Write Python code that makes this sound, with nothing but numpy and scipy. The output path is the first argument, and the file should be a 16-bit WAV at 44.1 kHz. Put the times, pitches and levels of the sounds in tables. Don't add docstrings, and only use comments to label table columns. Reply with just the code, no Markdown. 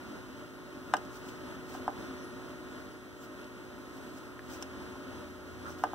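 import sys
import numpy as np
from scipy import signal
from scipy.fft import rfft, irfft
from scipy.io import wavfile

SR = 44100
rng = np.random.default_rng(int(sys.argv[2]) if len(sys.argv) > 2 else 0)


def pcm_store(signal):
    levels = np.round(np.clip(np.atleast_2d(signal), -1, 1) * 32767)
    wavfile.write(sys.argv[1], SR, levels.astype(np.int16).T)


N = 261954
T = np.arange(N) / SR
HZ = np.maximum(np.fft.rfftfreq(N, 1 / SR), 1)
PORT_LAG_S = 0.000365

# start_s, knock_db, contact_cutoff_hz, tick_db
CONTACTS = [(0.9376, -19, 2200, -33.5), (0.9672, -48, 2500, -40), (1.0506, -62, 1500, -56),
            (1.2881, -65, 2500, -47), (1.7495, -36.5, 890, -60), (1.8786, -22, 830, -52),
            (3.4432, -66, 2500, -56), (4.6245, -43.5, 2800, -36), (4.9555, -47, 1300, -66),
            (5.8375, -20.5, 1277, -38.5), (5.9333, -32, 850, -62)]
# mode_hz, gain_db, t60_s
PANEL_MODES = [(290.7, -21.5, 0.16), (444, -26, 0.27), (602, -8.5, 0.066), (739, -1.5, 0.045),
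               (792, -8.5, 0.058), (853, -3.5, 0.053), (1034, -1.5, 0.023), (1210, 1.5, 0.039),
               (1400, -2.5, 0.017), (1535, -11, 0.067), (1642, -5, 0.035), (1770, -9, 0.024),
               (2070, -16, 0.032), (2510, -18.5, 0.029), (2820, -9.5, 0.022), (3100, -15.5, 0.026),
               (3588, -5.5, 0.019), (3870, -13, 0.024)]
# freq_hz, left_lead_rad
FAN_PHASE = [(60, -2), (125, -2.3), (190, .2), (1250, 0), (1650, .7), (1900, 2.5), (2330, 3.1), (3550, 6.3),
             (4700, 9.4), (5900, 12.6), (6950, 15.7), (9400, 22), (12000, 15.7), (15800, 6.3)]


def from_db(db):
    return 10 ** (np.asarray(db) / 20)


def unit_rms(x):
    return x / np.sqrt(np.mean(x ** 2) + 1e-20)


def at_hz(curve, hz=HZ):
    freq_hz, value = np.transpose(curve)
    return np.interp(np.log(hz), np.log(freq_hz), value)


def drift(rate_hz):
    knots = rng.standard_normal(int(rate_hz * N / SR) + 3)
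    return unit_rms(np.interp(T * rate_hz, np.arange(len(knots)), knots))


def low_pass(x, hz):
    return signal.sosfilt(signal.butter(2, min(hz, .45 * SR), fs=SR, output="sos"), x + 1e-18)


def colour(x, spectrum):
    cepstrum = irfft(np.log(unit_rms(from_db(at_hz(spectrum)))), N)
    causal = np.r_[1, np.full(N // 2 - 1, 2), np.zeros(N - N // 2)]
    return irfft(rfft(x) * np.exp(rfft(cepstrum * causal)), N)


def ring(force, hz, t60_s):
    radius = np.exp(-np.log(1000) / (t60_s * SR))
    step_rad = 2 * np.pi * hz / SR
    return signal.lfilter([0, np.sin(step_rad)], [1, -2 * radius * np.cos(step_rad), radius ** 2],
                          force + 1e-18)


def delayed(x, delay_s):
    return np.interp(T - delay_s, T, x, left=0)


def correlate(pair, coherence):
    mid = np.sqrt((1 + coherence) / 2) * pair[0]
    side = np.sqrt((1 - coherence) / 2) * pair[1]
    return mid + side, mid - side


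def at_ports(pair, coherence):
    left, right = correlate(pair, coherence)
    return np.array([left, delayed(right, PORT_LAG_S)])


def fan_rush(flutter_db):
    # freq_hz, density_db
    air = [(25, -122), (38, -93), (50, -79.5), (80, -77), (140, -80.5), (330, -77), (500, -81), (800, -87),
           (1300, -83.5), (2100, -88), (4000, -95.5), (6700, -100), (8000, -104), (16000, -112)]
    # centre_hz, width_hz, gain_db
    resonances = [(216.2, 6.2, 8.5), (263.4, 23.5, 10), (317.4, 23.5, 8), (595.4, 46.4, 11), (890, 34, 7),
                  (1030, 150, 3.5), (1306, 38, 5.5), (1436, 83, 6.5), (3090, 160, 2.5), (5480, 45, 0.5),
                  (7330, 320, -3.5)]
    # freq_hz, coherence
    likeness = [(60, 0.49), (140, 0.3), (215, 0.6), (270, 0.91), (370, 0.16), (700, 0.69), (1200, 1),
                (1650, 0.59), (2200, 0.93), (4700, 1), (6900, 1), (9000, 1), (16000, 1)]
    # freq_hz, left_over_right_db
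    balance = [(60, 3), (165, 4.5), (205, -7.5), (260, 0.3), (370, 1.5), (700, 0)]
    case_db = sum(db / (1 + (2 * (HZ - hz) / width_hz) ** 2) for hz, width_hz, db in resonances)
    spectra = rfft(rng.standard_normal((2, N))) * from_db(at_hz(air) + case_db) * np.sqrt(SR / 2)
    left, right = correlate(spectra, at_hz(likeness))
    lean = from_db(at_hz(balance) / 2)
    right_lag = np.exp(-1j * at_hz(FAN_PHASE))
    rush = irfft(np.array([left * lean, right / lean * right_lag]), N)
    return rush * from_db(flutter_db * drift(12))


def hum(shaft_hz, pitch_wobble, waver_db):
    # shaft_multiple, level_db
    fan_orders = [(7, -52.5), (8, -64.5), (9, -65.5), (14, -68), (36, -64.5), (42, -76)]
    # pitch_hz, level_db
    steady_tones = [(120, -58.5), (168, -71), (253, -58.5), (273, -58), (306, -63.5), (312, -62.5),
                    (1076, -67.5), (1262, -65), (1403, -66)]
    clock_s = T + pitch_wobble * np.cumsum(drift(3)) / SR
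    out = np.zeros((2, N))
    for hz, db in [(order * shaft_hz, db) for order, db in fan_orders] + steady_tones:
        phase = 2 * np.pi * (hz * clock_s + rng.random())
        amplitude = np.sqrt(2) * from_db(db + waver_db * drift(3.8))
        out += amplitude * np.sin([phase, phase - at_hz(FAN_PHASE, hz)])
    return out


def computer():
    # time_s, gain_db
    swell = [(0, -1.5), (.75, -2), (1.3, 0.9), (2.1, 1.5), (3.1, -2.5), (4.35, -1), (4.9, 0.8), (5.4, -2),
             (5.75, -0.1)]
    gain = from_db(np.interp(T, *np.transpose(swell)))
    return gain * (fan_rush(flutter_db=1.0) + hum(shaft_hz=52.48, pitch_wobble=0.001227, waver_db=0.8))


def far_motor(start_s, peak_s, peak_db, waver_db, rumble_db):
    start_hz, rise_hz_per_s = 76.7, 6.8
    attack_s, swell_db_per_s, fade_db_per_s = .15, 7, 20
    age_s, past_peak_s = np.maximum(T - start_s, 0), T - peak_s
    pitch_hz = start_hz + rise_hz_per_s * age_s
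    level_db = peak_db + np.minimum(swell_db_per_s * past_peak_s, -fade_db_per_s * past_peak_s)
    note = np.sqrt(2) * from_db(waver_db * drift(9)) * np.sin(2 * np.pi * np.cumsum(pitch_hz) / SR)
    band = signal.butter(2, [45, 72], "band", fs=SR, output="sos")
    rumble = unit_rms(signal.sosfilt(band, rng.standard_normal((2, N))))
    return np.minimum(age_s / attack_s, 1) * from_db(level_db) * (note + from_db(rumble_db) * rumble)


def room_tail(x, t60_s, wall_cutoff_hz):
    age_s = T[:SR // 2]
    decay = np.exp(-np.log(1000) * age_s / t60_s) * (age_s > .003)
    tail = low_pass(rng.standard_normal((2, len(age_s))) * decay, wall_cutoff_hz)
    return signal.fftconvolve(x, unit_rms(tail) / np.sqrt(len(age_s)), axes=1)[:, :N]


def with_desk_echo(x, delay_s, echo_db):
    return x + from_db(echo_db) * np.array([delayed(channel, delay_s) for channel in x])


def dry_click():
    # start_s, level_db, pitch_hz, t60_s
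    clicks = [(4.393, -31, 1660, 0.0059)]
    return sum(from_db(db) * ring(signal.unit_impulse(N, round(start_s * SR)), hz, t60_s)
               for start_s, db, hz, t60_s in clicks)


def squeaks():
    # start_s, length_s, pitch_hz,
    # width_hz, level_db
    slips = [(1.13, .06, 14800, 1200, -70), (1.74, 0.3, 12750, 130, -74), (2.01, .06, 5600, 300, -65),
             (2.16, .10, 5750, 400, -64), (2.207, 0.12, 10350, 220, -67.5), (2.68, .07, 7350, 250, -73),
             (3.16, .11, 7450, 350, -70), (3.20, .07, 13400, 600, -70), (3.90, 0.41, 8100, 700, -72),
             (3.90, .32, 13550, 600, -76), (5.65, 0.051, 1352, 400, -43), (5.69, .05, 5700, 800, -61)]
    out = np.zeros((2, N))
    for start_s, length_s, hz, width_hz, db in slips:
        progress = np.clip((T - start_s) / length_s, 0, 1)
        arch = np.sqrt(np.abs(np.sin(np.pi * progress)))
        flicker = unit_rms(low_pass(rng.standard_normal((2, N)), width_hz / 2))
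        out += np.sqrt(2) * from_db(db) * arch * flicker * np.sin(2 * np.pi * hz * T)
    return at_ports(out, coherence=0.25)


def stroke_pressure(start_s, length_s):
    progress = np.clip((T - start_s) / length_s, 0, 1)
    return (4 * progress * (1 - progress)) ** 1.3


def sliding(grain_db, catch_db, panel_db):
    # start_s, length_s, peak_db
    strokes = [(1.10, .11, -52), (1.187, .22, -58.5), (1.648, .16, -53.5), (3.195, 0.087, -56.5),
               (3.88, 0.22, -61), (4.128, 0.088, -55), (4.42, .25, -58), (5.65, .12, -53.5),
               (5.767, .08, -55)]
    # freq_hz, relative_db
    rub_spectrum = [(800, -1), (2000, -1), (3500, -4.5), (5800, 2), (8000, -2.5), (10500, -10), (13500, -9),
                    (16000, 0.5)]
    friction = sum(from_db(db) * stroke_pressure(start_s, length_s) for start_s, length_s, db in strokes)
    fibres = rng.standard_normal((2, N)) * from_db(grain_db * drift(1500))
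    paper = at_ports(unit_rms(colour(fibres, rub_spectrum)), coherence=.6)
    panel = unit_rms(sum(from_db(db) * ring(fibres[0], hz, t60_s) for hz, db, t60_s in PANEL_MODES))
    return friction * from_db(catch_db * drift(50)) * (paper + from_db(panel_db) * panel)


def ticks(crack_s, rattle_s, rattle_db):
    # freq_hz, relative_db
    tick_spectrum = [(600, -8), (1500, -19), (3000, 11.5), (4200, -7), (5600, 12), (6600, 1.5), (7500, 4),
                     (11000, -6.5), (16000, -9.5)]
    envelope = np.zeros(N)
    for start_s, _, _, db in CONTACTS:
        onset = round(start_s * SR)
        age_s = T[:N - onset]
        decay = np.exp(-age_s / crack_s) + from_db(rattle_db) * np.exp(-age_s / rattle_s)
        envelope[onset:] += from_db(db) * decay
    return at_ports(colour(envelope * rng.standard_normal((2, N)), tick_spectrum), coherence=0.41)


def knocks(spot_spread_db, port_spread_db):
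    out = np.zeros((2, N))
    for start_s, knock_db, cutoff_hz, _ in CONTACTS:
        onset = round(start_s * SR)
        force = from_db(knock_db) * low_pass(signal.unit_impulse(min(SR // 4, N - onset)), cutoff_hz)
        for k, (hz, mode_db, t60_s) in enumerate(PANEL_MODES):
            gain_db = mode_db + spot_spread_db * rng.normal() + port_spread_db * rng.normal(size=(2, 1))
            polarity = (-1) ** (k // 3)
            out[:, onset:onset + len(force)] += polarity * from_db(gain_db) * ring(force, hz, t60_s)
    return out


def scene():
    background = computer()
    taps = knocks(spot_spread_db=1.0, port_spread_db=1.0)
    taps += ticks(crack_s=0.0013, rattle_s=0.0047, rattle_db=-6)
    tracing = sliding(grain_db=2.5, catch_db=3.0, panel_db=-6) + squeaks() + dry_click()
    pencil = with_desk_echo(taps, delay_s=.00382, echo_db=-6.5) + tracing
    reverb = from_db(-18) * room_tail(pencil, t60_s=0.17, wall_cutoff_hz=3540)
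    background += far_motor(start_s=4.15, peak_s=5.64, peak_db=-58.5, waver_db=-2.0, rumble_db=-6)
    return background + pencil + reverb


def record(dry):
    cutoff_hz = 15700
    hiss = from_db([[-74], [-64]]) * rng.standard_normal((2, N))
    return signal.sosfilt(signal.ellip(12, .1, 80, cutoff_hz, fs=SR, output="sos"), dry + hiss)


dry = scene()
out = record(dry)
pcm_store(out)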